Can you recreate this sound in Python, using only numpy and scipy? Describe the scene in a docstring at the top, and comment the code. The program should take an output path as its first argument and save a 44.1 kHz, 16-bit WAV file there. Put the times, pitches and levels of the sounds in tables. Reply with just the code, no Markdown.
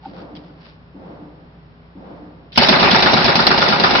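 """A submachine gun fires a long burst, nine rounds a second, in a concrete indoor range.
Each blast is shaped noise with ringing steel, followed by a hard slap from downrange, bass echoes
and reverberation that piles up in the hall and overloads the microphone by soft saturation.
Before the burst: three muffled shots through the wall (filtered decaying noise), a brushing sleeve
(noise strokes), knocks and clacks (short noise bands), all over ventilation (steady noise and hum)."""
import sys
import numpy as np
from scipy import signal
from scipy.fft import rfft, irfft
from scipy.io import wavfile
from scipy.ndimage import map_coordinates

SR = 44100
rng = np.random.default_rng(int(sys.argv[2]) if len(sys.argv) > 2 else 0)


def inscribe(sig):
    """Save sig as 16-bit PCM at rate SR to the path in sys.argv[1].

    A 1-D sig is mono; a 2-D sig holds one channel per row.
    Samples are clipped to [-1, 1] before scaling.
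    """
    pcm = np.round(np.clip(np.atleast_2d(sig).T, -1, 1) * 32767)
    wavfile.write(sys.argv[1], SR, pcm.astype(np.int16))


N = 176400
T = np.arange(N) / SR  # time axis [s]

# Ventilation: relative noise spectrum (frequency [Hz], density [dB per Hz])
VENT_SPECTRUM = [(15, -63), (25, -17), (43, -17), (96, -4), (113, -6), (177, 3.5), (202, -34), (227, -5),
                 (317, -14.5), (407, -22), (487, -15), (1140, -18.5), (5400, -36.5), (7020, -94),
                 (11900, -120)]
# Left-right likeness of the room's diffuse noise (frequency [Hz], correlation [-1 to 1])
ROOM_LIKENESS = [(60, .95), (150, 0.92), (370, 0.79), (920, 0.031), (2300, -0.4), (5600, 0.26)]
# Hum of the fans (frequency [Hz], rms level [dB])
FAN_HUM = [(59.2, -53), (172.3, -61.5), (409, -61)]
VENT_DB = -46

# Shots beyond the wall (time [s], relative level [dB])
FAR_SHOTS = [(.062, -1), (.945, -2), (1.952, -2)]
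# Relative spectrum of the wall's thud (frequency [Hz], density [dB per Hz])
FAR_THUD_SPECTRUM = [(40, -28), (110, -32), (175, -2.5), (240, -7), (295, -0.5), (400, -13), (700, -15.5),
                     (1500, -30.5), (5600, -59)]
# Relative spectrum of the dull reverberation (frequency [Hz], density [dB per Hz])
FAR_WASH_SPECTRUM = [(40, -35), (170, -8.5), (320, -5), (560, -4), (850, -6.5), (1300, -14), (2200, -25.5),
                     (5600, -38)]
# Resonances of the dividing wall (frequency [Hz], width [Hz], lift [dB])
WALL_RESONANCES = [(177, 25, 2), (291, 30, 3), (451, 25, 3.5), (526, 25, 4), (586, 25, 3), (894, 50, 2.5)]
# The wall's ring under each far shot (delay [s], frequency [Hz], glide [Hz/s], length [s], level [dB])
WALL_RINGS = [(.025, 194, 600, 0.023, -39), (0.038, 284, -500, 0.077, -42.5)]
FAR_THUD_DB, FAR_THUD_RISE_S, FAR_THUD_HOLD_S, FAR_THUD_T60_S = -39, 0.013, 0.24, 1.43
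FAR_WASH_DB, FAR_WASH_RISE_S, FAR_WASH_HOLD_S, FAR_WASH_T60_S = -38.5, 0.12, 0.066, 1.42

# Sleeve strokes (middle time [s], length [s], level [dB])
SLEEVE_STROKES = [(0.066, 0.043, -51), (0.188, 0.062, -49.5), (0.447, 0.092, -55.5), (0.667, 0.069, -48)]
# Relative spectrum of brushed cloth (frequency [Hz], density [dB per Hz])
CLOTH_SPECTRUM = [(200, -18), (800, 6), (1800, 3.5), (2900, 3), (3800, 0.5), (4700, 2), (5600, -6.5)]
# Metal clacks of the gun (time [s], level [dB], hold [s], decay T60 [s])
CLACKS = [(0.351, -44, 0.016, .09), (2.521, -40, 0.036, .25), (2.557, -23.5, .014, .08)]
# Relative spectrum of the clacks (frequency [Hz], density [dB per Hz])
STEEL_SPECTRUM = [(200, -6.5), (800, -17), (1600, -7.5), (2600, -3.5), (3500, -1.5), (4200, -6), (4900, -2),
                  (5600, -9)]
# Knocks and scuffs around the bench (time [s], frequency [Hz], width [Hz], length [s], level [dB])
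KNOCKS = [(.056, 825, 133, 0.023, -37.5), (0.056, 1400, 396, 0.012, -51), (0.193, 1397, 500, 0.03, -48.5),
          (0.359, 297, 60.6, 0.0073, -37), (.38, 175, 40.1, 0.024, -39), (.503, 1464, 300, .008, -56),
          (0.506, 288.6, 79.4, 0.013, -39), (.52, 179, 60.2, 0.0064, -38)]
CLACK_RISE_S = 0.0018
GRIT_DB, GRIT_S = 3.5, 0.002  # random roughness of strokes and clacks: depth, step

# Rounds of the burst; all levels are relative (time [s], blast [dB], blast treble [dB],
# slap delay [s], slap [dB], slap treble [dB], boom [dB], roar [dB])
ROUNDS = [(2.5753, 6, 2.5, 0.044, -12, 21, 3, 4), (2.6860, 5, 3, 0.039, 0, -1, 5, 4),
          (2.7980, -2.5, 1.5, 0.028, 6, -7.5, 2, 4.5), (2.9097, -2, 7, 0.036, 2, 2, 6, 2.5),
          (3.0230, 3, -1, .036, 3, 0, -2, 2.5), (3.1320, 5.5, -7, 0.037, 2, 0, 2.5, -1.5),
          (3.2430, 1.5, 0.5, 0.036, 3, -2.5, 0.5, -0.5), (3.3545, -1, 5, 0.035, 3, -1.5, 1.5, -1),
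          (3.4675, 2.5, 3.5, 0.037, 4, -3, -1, -1.5), (3.5760, 2, -2, .040, -0.5, 3, -1.5, 0.5),
          (3.6860, 2, -0.5, 0.037, 3.5, -6, 0, -2.5), (3.7970, 1.5, -3, .039, 6, -2, -4.5, -1.5),
          (3.907, -1.5, -2, 0.04, 1, -1, 0, 3)]
# Relative spectrum of the muzzle blast (frequency [Hz], density [dB per Hz])
BLAST_SPECTRUM = [(25, -7.5), (90, -2.5), (200, 6), (330, -3), (700, 6.5), (1300, -3), (2000, -4.5),
                  (3000, -2.5), (4300, -1), (5600, -5.5)]
# Relative spectrum of the slap from downrange (frequency [Hz], density [dB per Hz])
SLAP_SPECTRUM = [(25, -25), (90, -6), (200, 1), (330, -2), (700, 2.5), (1300, 6), (2000, -3.5), (3000, -4),
                 (4300, -4), (5600, -9)]
# Relative spectrum of the hall's roar (frequency [Hz], density [dB per Hz])
HALL_SPECTRUM = [(25, -11.5), (90, -6), (200, -0.5), (320, -3), (700, 5.5), (1300, -2.5), (2000, -0.5),
                 (3000, -4.5), (4300, -3.5), (5600, -11.5)]
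# Resonances of the firing booth (frequency [Hz], width [Hz], lift [dB])
BOOTH_RESONANCES = [(230, 35, 3), (307, 44, 1), (375, 42, 8), (494, 60, -3.5), (555, 48, 4.5),
                    (617, 46, -4), (704, 20, -1), (870, 40, 2.5), (917, 30, 0), (1215, 40, 2.5),
                    (1427, 60, 3.5), (1566, 40, 1.5), (1850, 25, 0), (2270, 19, 2), (3230, 180, -5.5),
                    (4050, 120, -2.5)]
# Left-right likeness of gun reflections and clacks (frequency [Hz], correlation [-1 to 1])
GUN_LIKENESS = [(60, 0.11), (110, 0.48), (200, 0.53), (380, .7), (550, 0.19), (740, 0.84), (1100, -0.33),
                (1400, -0.19), (2200, 0.021), (5600, -0.045)]
# Bass echoes running along the hall (delay [s], frequency [Hz], length [s], relative level [dB])
BOOMS = [(.010, 170, 0.0039, -22.5), (0.027, 218, 0.006, -13.5), (.057, 150, .009, -23.5),
         (.083, 221.5, 0.0038, -21)]
# The gun's steel ringing as the bolt slams (frequency [Hz], level [dB], decay T60 [s])
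BOLT_MODES = [(2790, -28, 0.22), (2730, -36, 0.33), (3530, -25.5, 0.18), (4190, -27, 0.067),
              (4110, -35, 0.15), (4830, -21.5, .2)]
BLAST_DB, BLAST_RISE_S, BLAST_HOLD_S, BLAST_T60_S = -11.5, 0.00092, 0.0064, 0.12
SLAP_DB, SLAP_RISE_S, SLAP_HOLD_S, SLAP_T60_S = -13.5, 0.0013, 0.011, 0.12
SLAP_TAIL_DB, SLAP_TAIL_RISE_S, SLAP_TAIL_T60_S = -6.5, 0.046, 0.37  # level relative to the slap
HALL_DB, HALL_RISE_S, HALL_T60_S = -16.5, 0.052, 0.98
BOOM_SPREAD = 0.1  # phase difference between the sides [cycles]
COMMON_SHARE = 0.51  # share of echo power common to all rounds
FLICKER_DB, FLICKER_S = 2, 0.003  # clumping of reflections: depth, step

TREBLE_HZ = 1790  # turnover of the treble shelf
PATCH_DB, PATCH_HZ, PATCH_S = 2.5, 329.8, 0.008  # time-frequency patches: depth, grid steps
COMB_DB, COMB_HZ = 2.5, 44.9  # fine comb: depth, step
EDGE_HZ = 5720  # upper band limit of the microphone
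KNEE, CEILING_DB = 4, 0.3  # saturation: sharpness, limit


def amp(db):
    """Level law: decibels to amplitude gain."""
    return 10 ** (np.asarray(db) / 20)


def unit(x):
    """Normalization: scales a signal to an rms of 1."""
    return x / np.sqrt(np.mean(abs(x) ** 2) + 1e-20)


def read(points, hz):
    """Logarithmic pitch scale: interpolates a table along log frequency."""
    f, value = np.transpose(points)
    return np.interp(np.log(hz + 1), np.log(f + 1), value)


def add(mix, s, sound):
    """Superposition: adds a sound to the mix from time s."""
    start = max(round(s * SR), 0)
    part = mix[:, start:][:, :sound.shape[-1]]
    part += sound[..., :part.shape[1]]


def wander(steps):
    """Random modulation: a piecewise-linear curve with one new value per step."""
    return np.interp(steps, np.arange(8192), rng.standard_normal(8192))


def envelope(rise, hold, t60):
    """Reverberant decay: one second of linear rise, hold and exponential fall of 60 dB per t60."""
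    t = T[:SR]
    decay_time = np.maximum(t - rise - hold, 0)
    return np.minimum(t / rise, 1) * np.exp(-np.log(1000) * decay_time / t60)


def noise(spectrum, same, size, peaks=()):
    """Diffuse field: stereo noise with a spectrum, left-right correlation and optional resonances."""
    hz = np.fft.rfftfreq(size, 1 / SR)
    mid, side = rfft(rng.standard_normal((2, size)))
    likeness = np.clip(read(same, hz), -1, 1)
    mid = mid * np.sqrt(1 + likeness)
    side = side * np.sqrt(1 - likeness)
    resonance_db = sum(lift / (1 + (2 * (hz - f) / width) ** 2) for f, width, lift in peaks)
    gain = amp(read(spectrum, hz) + resonance_db)
    rolloff = 1 + (hz / EDGE_HZ / 2) ** 20
    return unit(irfft(np.array([mid + side, mid - side]) * gain / rolloff, size))


def ring(at, hz, length, glide=0, spread=0):
    """Wave packet: a Gaussian tone centred on time at, with a phase difference between the sides."""
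    t = T[:SR] - at
    side_phase = spread * rng.choice([-0.5, 0.5]) * np.array([[1], [-1]])
    cycles = hz * t + glide * t ** 2 / 2 + rng.random() + side_phase
    return np.exp(-(t / length) ** 2) * np.cos(2 * np.pi * cycles)


def patchy(x, treble_db):
    """Irregular interference: random patches, a treble shelf and a fine comb, strongest in the treble."""
    hz, t, bins = signal.stft(x, SR, nperseg=512, noverlap=384)
    grid = np.meshgrid(hz / PATCH_HZ, t / PATCH_S, indexing="ij")
    field = unit(map_coordinates(rng.standard_normal((128, 128)), grid, order=1, mode="wrap"))
    depth_db = PATCH_DB * 2 * hz[:, None] / (hz[:, None] + TREBLE_HZ)
    patched = signal.istft(bins * amp(depth_db * field), SR, nperseg=512, noverlap=384)[1]
    x = patched[:, :x.shape[1]]

    hz = np.fft.rfftfreq(x.shape[1], 1 / SR)
    shelf = hz ** 2 / (hz ** 2 + TREBLE_HZ ** 2)
    comb_db = COMB_DB * wander(hz / COMB_HZ)
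    return irfft(rfft(x) * amp(shelf * (treble_db + comb_db)), x.shape[1])


def ventilation():
    """Stationary noise: a steady air rumble with the sinusoidal hum of the fans."""
    hum = sum(amp(db) * np.sqrt(2) * np.sin(2 * np.pi * (hz * T + rng.random())) for hz, db in FAN_HUM)
    return amp(VENT_DB) * noise(VENT_SPECTRUM, ROOM_LIKENESS, N) + hum


def far_shots():
    """Transmission through a wall: identical shots in the next bay, a thud, then dull reverberation."""
    thud = amp(FAR_THUD_DB) * noise(FAR_THUD_SPECTRUM, ROOM_LIKENESS, SR, WALL_RESONANCES)
    thud = thud * envelope(FAR_THUD_RISE_S, FAR_THUD_HOLD_S, FAR_THUD_T60_S)
    wash = amp(FAR_WASH_DB) * noise(FAR_WASH_SPECTRUM, ROOM_LIKENESS, SR, WALL_RESONANCES)
    wash = wash * envelope(FAR_WASH_RISE_S, FAR_WASH_HOLD_S, FAR_WASH_T60_S)
    wall = sum(amp(db) * ring(at, hz, length, glide) for at, hz, glide, length, db in WALL_RINGS)
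    out = np.zeros((2, N))
    for s, db in FAR_SHOTS:
        add(out, s, amp(db) * (thud + wash + wall))
    return out


def sleeve():
    """Friction noise: cloth noise under a Gaussian swell for each stroke."""
    strokes = sum(amp(db) * np.exp(-((T - s) / length) ** 2) for s, length, db in SLEEVE_STROKES)
    return strokes * noise(CLOTH_SPECTRUM, ROOM_LIKENESS, N)


def clacks():
    """Impact of metal: bursts of steel-coloured noise that decay exponentially."""
    out = np.zeros((2, N))
    for s, db, hold, t60 in CLACKS:
        steel = patchy(noise(STEEL_SPECTRUM, GUN_LIKENESS, SR), 0)
        add(out, s, amp(db) * steel * envelope(CLACK_RISE_S, hold, t60))
    return out


def knocks():
    """Narrow-band noise: a randomly modulated carrier under a Gaussian swell for each knock."""
    out = np.zeros((2, N))
    t = T[:SR]
    for s, hz, width, length, db in KNOCKS:
        rattle = unit(wander(t * width) + 1j * wander(t * width))
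        tone = np.sqrt(2) * (rattle * np.exp(2j * np.pi * hz * t)).real
        add(out, 0, amp(db) * np.exp(-((t - s) / length) ** 2) * tone)
    return out


def handling():
    """Amplitude modulation: sleeve and clacks share a random grit; the knocks stay without it."""
    grit = amp(GRIT_DB * wander(T / GRIT_S))
    return (sleeve() + clacks()) * grit + knocks()


def action():
    """Modal vibration: the receiver's steel rings briefly as damped sines."""
    t = T[:SR // 2]
    out = np.zeros((2, t.size))
    for hz, db, t60 in BOLT_MODES:
        decay = np.exp(-np.log(1000) * t / t60)
        out += amp(db) * decay * np.sin(2 * np.pi * (hz * t + rng.random((2, 1))))
    return out


def echoes(spectrum, shape, trebles):
    """Reflection density: half a second of clumped echoes per round, partly common, partly new."""
    size = SR // 2
    common = noise(spectrum, GUN_LIKENESS, size, BOOTH_RESONANCES)
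    for treble_db in trebles:
        new = noise(spectrum, GUN_LIKENESS, size, BOOTH_RESONANCES)
        cloud = np.sqrt(COMMON_SHARE) * common + np.sqrt(1 - COMMON_SHARE) * new
        clumps = amp(FLICKER_DB * wander(T[:size] / FLICKER_S))
        yield patchy(cloud, treble_db) * clumps * shape[:size]


def booms():
    """Travelling bass waves: short tone packets running along the hall."""
    return sum(amp(db) * ring(at, hz, length, spread=BOOM_SPREAD) for at, hz, length, db in BOOMS)


def burst():
    """Direct sound and reflections: each round sums blast, ringing steel, slap, bass echoes and roar."""
    out = np.zeros((2, N))
    columns = np.transpose(ROUNDS)
    blast_shape = envelope(BLAST_RISE_S, BLAST_HOLD_S, BLAST_T60_S)
    slap_tail = amp(SLAP_TAIL_DB) * envelope(SLAP_TAIL_RISE_S, 0, SLAP_TAIL_T60_S)
    slap_shape = np.hypot(envelope(SLAP_RISE_S, SLAP_HOLD_S, SLAP_T60_S), slap_tail)
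    hall_shape = envelope(HALL_RISE_S, 0, HALL_T60_S)
    blasts = echoes(BLAST_SPECTRUM, blast_shape, columns[2])
    slaps = echoes(SLAP_SPECTRUM, slap_shape, columns[5])
    roars = echoes(HALL_SPECTRUM, hall_shape, np.zeros(len(ROUNDS)))
    for one_round, blast, slap, roar in zip(ROUNDS, blasts, slaps, roars):
        s, blast_db, _, delay, slap_db, _, boom_db, roar_db = one_round
        add(out, s, amp(BLAST_DB + blast_db) * blast)
        add(out, s, action())
        add(out, s + delay, amp(SLAP_DB + slap_db) * slap)
        add(out, s, amp(boom_db) * booms())
        add(out, s, amp(HALL_DB + roar_db) * roar)
    return out


def scene():
    """Superposition: the whole range is the sum of its sources."""
    return ventilation() + far_shots() + handling() + burst()


def record(dry):
    """Saturation: a narrow-band microphone rounds off the highest peaks between two steep band limits."""
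    lowpass = signal.firwin(401, EDGE_HZ, window=("kaiser", 8), fs=SR)[None]
    x = signal.oaconvolve(dry, lowpass, "same")
    squashed = x / (1 + abs(x / amp(CEILING_DB)) ** KNEE) ** (1 / KNEE)
    return signal.oaconvolve(squashed, lowpass, "same")


dry = scene()
out = record(dry)
inscribe(out)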